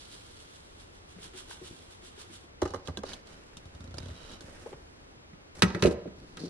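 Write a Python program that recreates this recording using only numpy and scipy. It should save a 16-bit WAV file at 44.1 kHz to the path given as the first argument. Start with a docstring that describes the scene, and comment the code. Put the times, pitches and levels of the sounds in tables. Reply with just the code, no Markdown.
"""Coffee grounds trickle and surge out of a bag over the quiet air of a small kitchen: coloured grains and hiss.
The bag flexes in short hollow booms. On the stone counter a tamper is set into the portafilter basket,
pressed down in slips and twisted: struck modes for the blows, resonant grit for the rubbing.
Then the portafilter clanks into the machine's group head and is wrenched tight with a stuttering groan.
Tamping has the least room sound, so it seems closest; a pair of microphones hears it all in stereo."""
import sys
import numpy as np
from scipy import signal
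from scipy.fft import rfft, irfft, next_fast_len
from scipy.io import wavfile
from scipy.ndimage import uniform_filter1d

SR = 44100
rng = np.random.default_rng(int(sys.argv[2]) if len(sys.argv) > 2 else 0)


def int16_out(signal):
    """Quantize to a 16-bit WAV file."""
    q = np.round(np.clip(np.atleast_2d(signal).T, -1, 1) * 32767)
    wavfile.write(sys.argv[1], SR, q.astype(np.int16))


N = 286209
TIME = np.arange(N) / SR


def gain_of(db):
    """Decibels to amplitude."""
    return 10 ** (np.asarray(db) / 20)


def evened(x):
    """Scales to rms 1."""
    return x / np.sqrt(np.mean(x ** 2) + 1e-20)


def read(points, hz):
    """A spectrum joined by straight lines over log frequency."""
    f, value = np.transpose(points)
    return np.interp(np.log(hz + 1), np.log(f + 1), value)


def follow(rows):
    """Every column of a curve at each sample."""
    s, *columns = np.transpose(rows)
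    return [np.interp(TIME, s, c) for c in columns]


def coloured(x, points):
    """Filters by a dB spectrum."""
    size = next_fast_len(x.shape[-1])
    gain = gain_of(read(points, np.fft.rfftfreq(size, 1 / SR)))
    return irfft(rfft(x, size) * gain, size)[..., :x.shape[-1]]


def dying(x, t60s):
    """Lets each frequency die at its own speed."""
    hz, t, z = signal.stft(x, SR, nperseg=128)
    decay = gain_of(-60 * t / read(t60s, hz)[:, None])
    return signal.istft(z * decay, SR)[1][:, :x.shape[-1]]


def resonated(x, hz, width):
    """Passes x through one resonance, its width in Hz."""
    return signal.lfilter(*signal.iirpeak(hz, hz / width, SR), x)


def band_passed(x, order, low_hz, high_hz):
    """Keeps one frequency band."""
    return signal.sosfilt(signal.butter(order, [low_hz, high_hz], "band", fs=SR, output="sos"), x)


def add(mix, s, sound):
    """Mixes a sound in at time s."""
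    part = mix[:, max(round(s * SR), 0):][:, :sound.shape[-1]]
    part += sound[..., :part.shape[-1]]


def grains(per_s, spread_db, hiss):
    """Many tiny impacts of unequal size over a smooth hiss."""
    sizes = gain_of(spread_db * np.minimum(rng.exponential(1, (2, N)), 4))
    signed = sizes * rng.choice([-1, 1], (2, N))
    impacts = evened(signed * (rng.random((2, N)) < per_s / SR))
    return evened(impacts + hiss * rng.standard_normal((2, N)))


def clumped(x, depth_db, size):
    """Makes the level flutter at random, smoothed over size samples."""
    return x * gain_of(depth_db * evened(uniform_filter1d(rng.standard_normal(N), size)))


# the still kitchen: (frequency [Hz], relative level [dB])
AIR_SPECTRUM = [(12, -66), (20, -3.5), (88, -1.5), (110, -6.5), (163, -10), (210, -12), (310, -9.5),
                (459, -12.5), (642, -17.5), (1860, -24.5), (2080, -24.5), (3440, -29.5), (4940, -33.5),
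                (8410, -44.5), (10500, -52.5), (12500, -70), (16000, -79)]
AIR_DB = -56


def kitchen_air():
    """Steady noise, mostly low, in the colour of the still kitchen."""
    return gain_of(AIR_DB) * evened(coloured(rng.standard_normal((2, N)), AIR_SPECTRUM))


# steady trickle of coffee out of the bag: (time [s], level [dB])
TRICKLE_LEVEL = [(0.0, -59.5), (0.3, -61.5), (0.7, -66.5), (1.03, -73), (1.3, -69), (1.74, -61), (2.0, -70),
                 (2.44, -67), (2.53, -86)]
# each shake of the bag lets a surge of grounds slide out: (time at its height [s], level [dB])
SHAKE_SURGES = [(0.02, -61.5), (0.14, -56), (0.42, -62), (0.55, -61), (0.81, -61), (0.96, -65), (1.11, -62),
                (1.243, -51.5), (1.387, -50), (1.52, -50.5), (1.665, -53.5), (1.795, -69), (1.925, -60),
                (2.065, -56), (2.208, -53), (2.345, -55.5)]
# the patter of the flowing grounds: (frequency [Hz], relative level [dB])
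PATTER_SPECTRUM = [(300, -54), (900, 0.5), (1350, 5), (2200, -0.5), (2750, 5), (3300, 9.5), (4000, 6),
                   (4600, 2.5), (5400, 1.5), (6500, -1), (9500, -0.5), (11500, -17), (13000, -36),
                   (15000, -33)]
# single coarse crumbs: (frequency [Hz], relative level [dB])
CRUMB_SPECTRUM = [(600, -19), (2600, -2), (4000, -2), (6000, -7), (10000, -13), (12500, -42), (16000, -65)]
SURGE_RISE_S, SURGE_FALL_S = 0.023, 0.027
# the bare basket rings under the first grounds and is muffled as it fills
BARE_HZ, BARE_WIDTH_HZ, BARE_DB, MUFFLE_DB_PER_S = 4440, 900, -3, 21


def pour():
    """Grounds slide over the foil and patter into the basket in small clumps, in a trickle and surges."""
    trickle_db, = follow(TRICKLE_LEVEL)
    power = gain_of(trickle_db) ** 2 * (TIME < TRICKLE_LEVEL[-1][0])
    for s, db in SHAKE_SURGES:
        width = np.where(TIME < s, SURGE_RISE_S, SURGE_FALL_S)
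        power = power + gain_of(db) ** 2 / (1 + ((TIME - s) / width) ** 2 / 2) ** 3
    flow = clumped(grains(per_s=2600, spread_db=0.0, hiss=0.57), depth_db=1.17, size=220)
    crumbs = coloured(grains(per_s=140, spread_db=2.2, hiss=0), CRUMB_SPECTRUM)
    patter = evened(coloured(flow, PATTER_SPECTRUM)) + gain_of(-12.0) * evened(crumbs)
    ring = resonated(patter, BARE_HZ, BARE_WIDTH_HZ)
    return np.sqrt(power) * (patter + gain_of(BARE_DB - MUFFLE_DB_PER_S * TIME) * ring)


def hollow(rows, glide, crackle_decay, crackle_hz, overtone, overtone_db, puff_db, size=5000):
    """A damped cavity booms in two modes, sliding in pitch as its shape changes; air puffs, its wall crackles."""
    t, out = np.arange(size) / SR, np.zeros((2, N))
    for s, db, hz, crackle_db, rise in rows:
        sliding_hz = hz * (1 + glide * np.tanh(t / (2 * rise) - 1))
        phase = 2 * np.pi * np.cumsum(sliding_hz) / SR
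        puff = gain_of(puff_db) * evened(band_passed(rng.standard_normal(size), 2, hz / 4, hz))
        modes = np.sin(phase) + gain_of(overtone_db) * np.sin(overtone * phase)
        boom = t / rise * np.exp(1 - t / rise) * (modes + puff)
        wall = band_passed(rng.standard_normal((2, size)), 2, crackle_hz / 2, crackle_hz * 2)
        crackle = evened(wall) * np.exp(-t / crackle_decay)
        add(out, s, gain_of(db) * boom + gain_of(crackle_db) * crackle)
    return out


# fingers flex the bag: (time [s], level [dB], hollow pitch [Hz], crinkle level [dB], rise [s])
BAG_TAPS = [(1.162, -44.5, 184, -67, 0.006), (1.184, -48, 410, -59, 0.0039), (1.252, -51, 317, -60, 0.0072),
            (1.335, -50, 370, -58, 0.014), (1.478, -52, 322, -63, 0.0047), (1.497, -49, 374, -62, 0.0053),
            (1.614, -44, 369, -67, .007), (1.624, -53, 185, -74, .006), (1.648, -59, 355, -67, .006),
            (1.707, -44, 337, -73, 0.0037), (1.730, -48, 337, -74, 0.0036), (1.724, -54, 171, -66, 0.0055),
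            (2.023, -52, 364, -63, 0.01), (2.176, -49, 390, -59, .006), (2.299, -49, 325, -62, .006),
            (2.435, -55, 334, -72, 0.0082)]
# the stiff wall of the bag buckles once: (time [s], level [dB], pitch [Hz], crinkle level [dB], rise [s])
BAG_BUCKLE = [(1.5105, -40.5, 1045, -49, 0.00082)]


def bag_flexing():
    """The bag booms softly and crinkles under the fingers; its wall buckles once at a higher pitch."""
    taps = hollow(BAG_TAPS, glide=-0.0091, crackle_decay=0.022, crackle_hz=1420,
                  overtone=1.16, overtone_db=-16, puff_db=-6.5)
    return taps + hollow(BAG_BUCKLE, glide=0.02, crackle_decay=0.004, crackle_hz=1700,
                         overtone=1.41, overtone_db=2, puff_db=-7)


def blows(rows, clack_db):
    """Tick, clack, knock and thump of each blow: hardness sets the treble, weight the bass."""
    return [(s, db + hard_db, db + hard_db / 2 + clack_db, db, db + weight_db)
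            for s, db, hard_db, weight_db in rows]


# the tick, clack, knock and thump of a blow: (low edge [Hz], high edge [Hz])
BLOW_REGISTERS = [(2500, 10500), (700, 2500), (260, 700), (60, 220)]
# decay of the crowd of weaker modes: (frequency [Hz], t60 [s])
CROWD_DECAY = [(100, 0.12), (500, 0.089), (1500, 0.092), (4500, 0.058), (12000, 0.092)]
# longest ring of steel that is pinched tight, held in the hand, and of the free-standing machine [s]
PINCHED_T60, HELD_T60, FREE_T60 = .035, .13, .2


def struck(blow_list, modes, crowd, longest, crowd_db, detune, build_up, crack, crack_decay, size=14000):
    """Each blow rings the modes and a crowd of weaker ones, its energy shared among four registers."""
    t, out = np.arange(size) / SR, np.zeros((2, N))
    hz, db, t60 = np.transpose(modes)[:, :, None]
    # modes build up over a set number of cycles, so the bass arrives after the treble
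    swing = (1 - np.exp(-t * hz / build_up)) * gain_of(db - 60 * t / np.minimum(t60, longest))
    contact = 1 + crack * np.exp(-t / crack_decay)
    for s, *levels_db in blow_list:
        # the grip and the point of contact change a little from blow to blow
        pitch = hz * (1 + detune * rng.standard_normal(hz.shape))
        sign = rng.choice([-1, 1], (2, len(hz)))  # each mode radiates differently in each direction
        ring = sign @ (swing * np.sin(2 * np.pi * pitch * t))
        rest = contact * dying(coloured(rng.standard_normal((2, size)), crowd), CROWD_DECAY)
        body = evened(ring) + gain_of(crowd_db) * evened(rest)
        for (low, high), level_db in zip(BLOW_REGISTERS, levels_db):
            part = band_passed(body, 4, low, high)
            onset = part[:, :SR // 50].std(1, keepdims=True)  # levels refer to the first 20 ms
            filter_lag = .42 / (high - low)
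            add(out, s - filter_lag, gain_of(level_db) * part / onset)
    return out


# portafilter on the stone counter as the tamper is set on it:
# (time [s], strength [dB], hardness [dB], weight [dB])
COUNTER_KNOCKS = [(2.6183, -29.5, -8, -3), (2.6215, -24, -27, -2.5), (2.631, -36.5, -9, -6),
                  (2.654, -31, -16, -6), (2.658, -35.5, -15, -12), (2.677, -51, 2, -1),
                  (2.706, -56.5, 6, 15), (2.737, -30.5, -18, -23), (2.744, -32.5, -12, -9),
                  (2.760, -42.5, -10, 0), (2.883, -33, -17, 0), (2.896, -43, -26, 11),
                  (3.0345, -32.5, -15, -15), (3.046, -56, -19, -4)]
# ringing of the portafilter on stone: (frequency [Hz], relative level [dB], t60 before the cap [s])
BASKET_MODES = [(94.3, 4.5, 0.095), (140, -3, 0.056), (193, -6, 0.15), (287, -0.5, 0.083),
                (383, 5.5, 0.048), (487, 6, 0.051), (553, 3, 0.046), (631, -1, 0.11), (754, 3, 0.082),
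                (860, -4.5, 0.076), (1112, 0, 0.037), (1210, 1.5, 0.042), (1454, -17, 0.06),
                (1600, -9, 0.083), (1850, -11, 0.04), (2030, -8, 0.036), (2920, -5, 0.043),
                (3540, -19, 0.052), (4080, -15, 0.09), (5160, -14, 0.03), (6340, -8, 0.02),
                (9150, -26, 0.038)]
# the crowd of weaker modes around those: (frequency [Hz], relative level [dB])
BASKET_CROWD_SPECTRUM = [(60, 9), (170, -14), (280, 15.5), (500, 4.5), (720, 9.5), (1100, 5.5), (2300, -10),
                         (3200, -5.5), (5500, -8), (10500, -20), (15000, -43)]


def counter_knocks():
    """The hand-held portafilter knocks on stone and rings briefly."""
    return gain_of(-7.5) * struck(
        blows(COUNTER_KNOCKS, clack_db=5.5), BASKET_MODES, BASKET_CROWD_SPECTRUM, HELD_T60,
        crowd_db=-5, detune=0.004, build_up=0.29, crack=0.91, crack_decay=0.0016)


# some of the knocks also drive a dead thud out of the counter: # (time [s], level [dB], pitch [Hz], crunch
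# level [dB], rise [s])
COUNTER_THUDS = [(2.6212, -18.5, 362, -36, 0.0028), (2.6565, -27, 390, -41, 0.0016),
                 (2.886, -43, 170, -50, 0.0027), (3.0362, -31, 450, -48, 0.0022)]


def counter_thuds():
    """The counter answers with short damped booms that sink in pitch."""
    return hollow(COUNTER_THUDS, glide=-0.095, crackle_decay=0.0063, crackle_hz=900,
                  overtone=1.44, overtone_db=-8.5, puff_db=-7.5)


def stroke(length, swell_db, attack, release):
    """One movement of the hand: it sets in, swells or fades steadily, and dies away."""
    t = np.arange(0, length + 8 * release, 1 / SR)
    swell = gain_of(swell_db * (np.minimum(t / length, 1) - .5))
    return np.minimum(t / attack, 1) * swell * np.exp(-np.maximum(t - length, 0) / release)


# steel rubbing on gritty steel: (frequency [Hz], relative level [dB])
RUB_SPECTRUM = [(200, 23), (600, 17), (1000, 9.5), (1600, 11), (2200, 5.5), (4000, 2.5), (5500, 4),
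                (7000, 0.5), (9500, -0.5), (12000, -17), (14000, -38), (16000, -45)]


def rubbed(strokes, resonances, grit, judder_db, attack, release, judder_size=300):
    """Grit between steel faces, its level fluttering, excites the resonances of the part that is rubbed."""
    dull = coloured(clumped(grit, judder_db, judder_size), RUB_SPECTRUM)
    ring, out = np.zeros((2, N)), np.zeros((2, N))
    for hz, width, db in resonances:
        ring += gain_of(db) * resonated(dull, hz, max(width, 150))
    for s, length, db, swell_db, ring_db in strokes:
        first = round(s * SR)
        effort = stroke(length, swell_db, attack, release)[:N - first]
        span = slice(first, first + len(effort))
        rub = evened(dull[:, span] + gain_of(ring_db) * ring[:, span])
        add(out, s, gain_of(db) * effort * rub)
    return out


# the tamper's edge scrapes into the basket:
# (time [s], length [s], level [dB], swell [dB], ring of the steel [dB])
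SEATING_STROKES = [(2.63, 0.21, -62, -16, 1), (2.85, 0.021, -54, 0, 1), (3.046, 0.059, -50.5, 7.5, 4.5),
                   (3.135, 0.0094, -58, -16, -5)]
# the basket rim: (frequency [Hz], width, at least 150 in use [Hz], relative level [dB])
RIM_RING = [(1360, 310, -9), (3080, 330, 2.5), (3860, 170, 6.5), (4550, 110, -6), (5400, 150, -9)]
# squeal of steel on steel: (frequency [Hz], width [Hz], relative level [dB])
STEEL_SQUEAL = [(4320, 630, 6.5), (4650, 400, -11), (5660, 680, -12)]


def tamper_seating():
    """Scrapes ring both the basket rim and the steel."""
    grit = grains(per_s=2000, spread_db=-6.0, hiss=0.94)
    return rubbed(SEATING_STROKES, RIM_RING + STEEL_SQUEAL, grit,
                  judder_db=1.5, attack=0.0083, release=0.041)


# light contacts of the tamper on the steel rim: (time [s], strength [dB], hardness [dB], weight [dB])
RIM_CLINKS = [(2.874, -41.5, 0.5, -13), (2.9725, -33, -3, -5.5), (2.989, -47, -6, 11),
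              (3.1335, -47, 6.5, -7), (3.138, -47, 5, 1)]
# tamper and basket ring against each other:
# (frequency [Hz], relative level [dB], t60 before the cap [s])
CLINK_MODES = [(205, -1, 0.16), (364, 5, 0.042), (738, 8.5, 0.14), (1180, -10, 0.068), (1577, 5.5, 0.064),
               (2590, -3, 0.051), (2940, 8, 0.014), (3380, 10, 0.01), (4030, 8.5, 0.014), (5500, -7, 0.021),
               (6400, -4, 0.027), (8750, -19, .03)]


def rim_clinks():
    """Light steel contacts, damped by the hand."""
    return gain_of(-7.0) * struck(
        blows(RIM_CLINKS, clack_db=-2.5), CLINK_MODES, BASKET_CROWD_SPECTRUM, HELD_T60,
        crowd_db=-1.5, detune=0.0044, build_up=0.078, crack=0.4, crack_decay=0.002)


# the tamper slides down the basket wall and is drawn up again:
# (time [s], length [s], level [dB], swell [dB], ring of the wall [dB])
WALL_STROKES = [(3.06, 0.076, -56, 17, -3), (3.36, 0.97, -66, 0, -4.5), (4.42, 0.14, -61, 6, 1)]
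# the basket wall: (frequency [Hz], width [Hz], relative level [dB])
WALL_RING = [(1340, 180, -27), (1790, 200, 10), (2200, 460, 11.5), (2650, 230, 5)]


def wall_slides():
    """Slow-starting rubs ring the wall of the basket."""
    grit = grains(per_s=2300, spread_db=5.0, hiss=0.85)
    return rubbed(WALL_STROKES, WALL_RING, grit, judder_db=5.0, attack=0.057, release=0.033)


# the tamper is leant on, twisted, eased loose and brushed clear:
# (time [s], length [s], level [dB], swell [dB], ring of the basket rim [dB])
TWIST_STROKES = [(3.25, 0.078, -56.5, 7, 1), (3.36, 0.49, -65.5, 2, -19), (3.96, 0.38, -55.5, 12, 8.5),
                 (4.41, 0.29, -55, 4, -36), (4.76, 0.39, -67, -2, -15.5)]


def tamper_twist():
    """Gritty rubs ring the rim of the basket."""
    grit = grains(per_s=900, spread_db=0.0, hiss=1.0)
    return rubbed(TWIST_STROKES, RIM_RING, grit, judder_db=1.76, attack=0.011, release=0.044)


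# push of the arm, as the strength of a slip: (time [s], level [dB])
ARM_PUSH = [(3.80, -49), (3.90, -53), (3.96, -49), (4.09, -46), (4.16, -62)]
# under full pressure the tamper judders down the basket, each slip a little sooner than the last
JUDDER_START_S, FIRST_GAP_S, GAP_SHRINK_S = 3.806, 0.0355, 0.00115
SLIP_HARDNESS_DB, SLIP_WEIGHT_DB = -6, 12


def judder(count):
    """The quickening train of slips, each as strong as the push behind it."""
    gaps = FIRST_GAP_S - GAP_SHRINK_S * np.arange(count - 1)
    times = JUDDER_START_S + np.append(0, np.cumsum(gaps))
    return [(s, np.interp(s, *np.transpose(ARM_PUSH)), SLIP_HARDNESS_DB, SLIP_WEIGHT_DB) for s in times]


# packed coffee gives way in single snaps: (time [s], strength [dB], hardness [dB], weight [dB])
COFFEE_SNAPS = [(3.271, -71.5, 16.5, -7), (3.570, -52.5, 7.5, 8.5), (3.655, -54.5, -4, 13.5),
                (3.749, -54, -2.5, 12.5), (3.942, -44.5, -7.5, 0), (3.9835, -57, 4, -10),
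                (4.317, -62, 11, 6), (4.4075, -47, -1.5, -12), (4.440, -65.5, -10, 23.5),
                (4.482, -46, -21, -2)]
# damped basket under the leaning arm: (frequency [Hz], relative level [dB], t60 before the cap [s])
PRESSED_MODES = [(92.6, 6, 0.037), (115, -2.5, 0.029), (174, -11, 0.058), (277, -2.5, 0.061),
                 (571, -6, 0.079), (1360, 4.5, 0.042), (2050, -19, 0.016), (3000, -10, 0.0091),
                 (3900, -7, 0.036), (5100, -25, 0.015)]


def tamper_press():
    """Snaps of the packed coffee and the judder of the tamper ring the damped basket."""
    return gain_of(-6.5) * struck(
        blows(COFFEE_SNAPS + judder(count=13), clack_db=-3.5), PRESSED_MODES, BASKET_CROWD_SPECTRUM,
        HELD_T60, crowd_db=0.0, detune=0.072, build_up=0.2, crack=0.55, crack_decay=0.0018)


# during the push the tamper's rim squeaks once on the basket:
# (time [s], length [s], level [dB], swell [dB], ring of the rim [dB])
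SQUEAK_STROKE = [(3.9825, 0.0062, -39.5, -11, 14.5)]
# the squeaking rim: (frequency [Hz], width [Hz], relative level [dB])
SQUEAK_RESONANCE = [(4830, 450, 2.5)]


def rim_squeak():
    """One very short rub rings a single resonance."""
    grit = grains(per_s=3000, spread_db=9.0, hiss=1.0)
    return rubbed(SQUEAK_STROKE, SQUEAK_RESONANCE, grit, judder_db=4.5, attack=0.0007, release=0.0015)


# the tamper pops free of the basket:
# (time [s], level [dB], pitch of the cavity [Hz], rasp level [dB], rise [s])
TAMPER_POPS = [(4.6605, -34, 500, -53, 0.0043), (4.718, -46, 400, -63, 0.0035),
               (4.7288, -35.5, 451, -48, 0.0024), (4.738, -43.5, 134, -61, 0.0049)]


def tamper_pops():
    """The cavity under the tamper opens with short booms that rise in pitch."""
    return hollow(TAMPER_POPS, glide=0.28, crackle_decay=0.01, crackle_hz=850,
                  overtone=1.85, overtone_db=-11, puff_db=-20)


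# the portafilter against the machine: (time [s], strength [dB], hardness [dB], weight [dB])
MACHINE_CLANKS = [(5.332, -56, -10, 12), (5.6212, -25, 8.5, -4), (5.6223, -20, -1, -8),
                  (5.6302, -28, 2.5, 7), (5.634, -22.5, -45, 3), (5.673, -45, -27, 8),
                  (5.747, -29.5, -10.5, 1.5), (5.760, -29.5, -49, -3), (5.779, -54, -18, -3),
                  (5.8235, -32, 7.5, 10.5), (5.829, -18.5, -30, -5), (5.839, -25, -38, -18),
                  (5.849, -11.5, -51, -8), (5.870, -19.5, -52, -1), (5.882, -25, -48, 1),
                  (5.910, -53, 7.5, 8), (5.934, -53, -24, -16), (5.955, -47, -42, -5),
                  (5.980, -43, -49, -18), (6.056, -32, -70, -11), (6.075, -54, -6, 17.5),
                  (6.371, -48.5, 6, 0)]
# ringing of machine and portafilter: (frequency [Hz], relative level [dB], t60 before the cap [s])
MACHINE_MODES = [(76, -7, 0.23), (101, 0.5, 0.062), (120, -7, 0.042), (168, -2, 0.053), (191, 6, 0.12),
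                 (258, -1, 0.082), (331.7, 5, 0.14), (362.5, 5.5, 0.14), (413, 2, 0.095), (458, 3, 0.084),
                 (500, -1, 0.11), (574, 0.5, 0.082), (613, 0.5, 0.037), (953, 4.5, 0.03), (1234, 1, 0.093),
                 (1275, 2.5, 0.086), (1340, 5, 0.071), (1420, 0, 0.087), (1610, 7, 0.045), (1737, 4, 0.048),
                 (1918, 1, 0.1), (1985, 0, 0.091), (2260, 6.5, 0.058), (2530, 10.5, 0.06),
                 (2700, 7.5, 0.048), (2900, -2, 0.035), (3410, -9, 0.04), (3810, 3.5, 0.033),
                 (4120, -3, 0.042), (4590, -1.5, 0.04), (5600, -11, 0.04), (5960, -3, 0.049),
                 (6420, -14, 0.03), (7700, -22, 0.027), (8840, -17, .035)]
# the crowd of weaker modes around those: (frequency [Hz], relative level [dB])
MACHINE_CROWD_SPECTRUM = [(50, -9), (110, -6), (180, 12.5), (250, 9), (400, 14.5), (560, -13), (720, -4),
                          (1300, -2.5), (2500, 3), (4400, -4.5), (5100, -8.5), (6300, -13), (10500, -18),
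                          (15000, -30)]


def machine_clanks():
    """The free-standing machine rings when the portafilter hits it."""
    return gain_of(-6.0) * struck(
        blows(MACHINE_CLANKS, clack_db=3), MACHINE_MODES, MACHINE_CROWD_SPECTRUM, FREE_T60,
        crowd_db=-2.5, detune=0.0082, build_up=0.44, crack=1.05, crack_decay=0.003)


# the lugs rubbing in the group head:
# (time [s], length [s], level [dB], swell [dB], ring of the lugs [dB])
LUG_STROKES = [(5.545, 0.07, -49.5, -2.5, -24), (5.65, 0.13, -56, -5, 8), (5.78, 0.15, -51, 12, -18),
               (5.828, 0.049, -40, -13, -6), (6.15, 0.256, -62.5, 1.5, -3), (6.385, 0.11, -52, -10, 9)]


def lug_rubs():
    """Steel lugs squeal on the steel of the group head."""
    grit = grains(per_s=1900, spread_db=1.5, hiss=1.0)
    return rubbed(LUG_STROKES, STEEL_SQUEAL, grit, judder_db=3.0, attack=0.012, release=0.0066)


# lugs catch and skip on their ramp in dry ticks: (time [s], strength [dB], hardness [dB], weight [dB])
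LUG_TICKS = [(5.6855, -41, -7, -8), (5.7035, -33.5, -8, -5), (5.712, -52, 1, -7), (5.785, -53, -6, -10),
             (5.795, -47, 3, -10), (5.837, -32, 7.5, -5), (5.8445, -36, -5, 2), (5.858, -40.5, 13.5, -10),
             (5.8675, -25, -9, -6), (5.874, -40.5, 7, -8)]


def lug_rattle():
    """Light blows on the machine, whose ring is pinched short."""
    return gain_of(-11.0) * struck(
        blows(LUG_TICKS, clack_db=-0.5), MACHINE_MODES, MACHINE_CROWD_SPECTRUM, PINCHED_T60,
        crowd_db=-9, detune=0.026, build_up=0.32, crack=2.1, crack_decay=0.0015)


# the seal sticks and slips as the handle is pulled tight: (time [s], level [dB])
GROAN_LEVEL = [(6.17, -62), (6.225, -50), (6.28, -63), (6.315, -57.5), (6.37, -56), (6.415, -41.5),
               (6.448, -35.5), (6.47, -39), (6.491, -57)]
# the gripped handle and group head: (frequency [Hz], relative level [dB], t60 [s])
HANDLE_MODES = [(178, -2, 0.03), (286, 5, 0.049), (350, 2, 0.042), (447, -1, 0.037), (530, -27, .03)]


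def groan(slips_hz, jitter, spread_db, low_hz, high_hz, size=4000):
    """Uneven slips of the rubber seal thump the handle, nearly fast enough to make a pitch."""
    level_db, = follow(GROAN_LEVEL)
    rate = slips_hz * np.exp(jitter * evened(uniform_filter1d(rng.standard_normal(N), 300)))
    ticks = np.diff(np.floor(np.cumsum(rate) / SR), prepend=0)
    slips = ticks * gain_of(spread_db * rng.standard_normal((2, N)))
    t = np.arange(size) / SR
    ring = sum(gain_of(db - 60 * t / t60) * np.sin(2 * np.pi * hz * t) for hz, db, t60 in HANDLE_MODES)
    thumps = signal.oaconvolve(slips, ring[None], axes=1)[:, :N]
    thumps = band_passed(thumps, 3, low_hz, high_hz)
    return evened(thumps) * gain_of(level_db) * (TIME > GROAN_LEVEL[0][0])


# decay of the room: (frequency [Hz], t60 [s])
ROOM_DECAY = [(80, 0.18), (350, 0.53), (1500, 0.55), (4500, 0.53), (10000, 0.031)]
# colour of the room: (frequency [Hz], relative level [dB])
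ROOM_SPECTRUM = [(80, 7.5), (350, -2), (750, 5.5), (1400, -2), (4400, -10), (6000, -3.5), (12000, 0.5)]


def kitchen(x, wet_db, gap=0.0006, size=26000):
    """Adds the diffuse answer of the hard walls and counters, sparse random echoes after a gap in s."""
    echoes = rng.standard_normal((2, size)) * (rng.random((2, size)) < .12)
    echoes = echoes * (np.arange(size) / SR > gap)
    tail = dying(coloured(echoes, ROOM_SPECTRUM), ROOM_DECAY)
    tail = tail / np.linalg.norm(tail[0])
    return x + gain_of(wet_db) * signal.fftconvolve(x, tail, axes=1)[:, :N]


# stereo width before each source's own offset: (frequency [Hz], side minus mid [dB])
SIDE_LEVEL = [(60, -35.5), (125, -17.5), (250, -14), (500, -8), (1200, -4.5), (2500, -4.5), (4500, -2),
              (9000, 2.5), (15000, 18)]
# share of the side signal from the front wave, before scaling: (frequency [Hz], share [0-1])
FRONT_SHARE = [(100, 0.34), (500, 0.47), (1000, 0.26), (1800, 0.52), (3500, 0.32), (5000, 0.38),
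               (9000, 0.08)]


def stereo(field, width_db, lag_angle, direct):
    """Two microphones hear the front wave plus or minus a side signal, part turned in phase, part unrelated."""
    front, sideways = field
    size = next_fast_len(N)
    share = np.clip(direct * read(FRONT_SHARE, np.fft.rfftfreq(size, 1 / SR)), 0, 1)
    turned = share * np.exp(-1j * lag_angle) * rfft(front, size)  # lag_angle in radians
    unrelated = np.sqrt(1 - share ** 2) * rfft(sideways, size)
    side = gain_of(width_db) * coloured(irfft(turned + unrelated, size)[:N], SIDE_LEVEL)
    return np.array([front + side, front - side])


def scene():
    """Pouring, tamping and locking in, over the quiet air of the kitchen."""
    air = kitchen_air()
    pouring = pour() + bag_flexing()
    tamping = counter_knocks() + counter_thuds() + tamper_seating() + rim_clinks() + wall_slides()
    tamping += tamper_twist() + tamper_press() + rim_squeak() + tamper_pops()
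    locking = machine_clanks() + lug_rubs() + lug_rattle()
    locking += groan(slips_hz=169, jitter=0.23, spread_db=3.0, low_hz=89, high_hz=520)
    return (stereo(air, width_db=11.0, lag_angle=1.05, direct=0.2)
            + stereo(kitchen(pouring, wet_db=-12.5), width_db=4.5, lag_angle=3.7, direct=1.0)
            + stereo(kitchen(tamping, wet_db=-19.5), width_db=2.0, lag_angle=3.3, direct=1.1)
            + stereo(kitchen(locking, wet_db=-16.5), width_db=2.0, lag_angle=2.35, direct=0.95))


EDGE_HZ = 16300


def record(dry):
    """The band limit of the recorder: a steep low-pass."""
    low_pass = signal.firwin(511, EDGE_HZ, window=("kaiser", 9), fs=SR)
    return signal.oaconvolve(dry, low_pass[None], "same")


dry = scene()
out = record(dry)
int16_out(out)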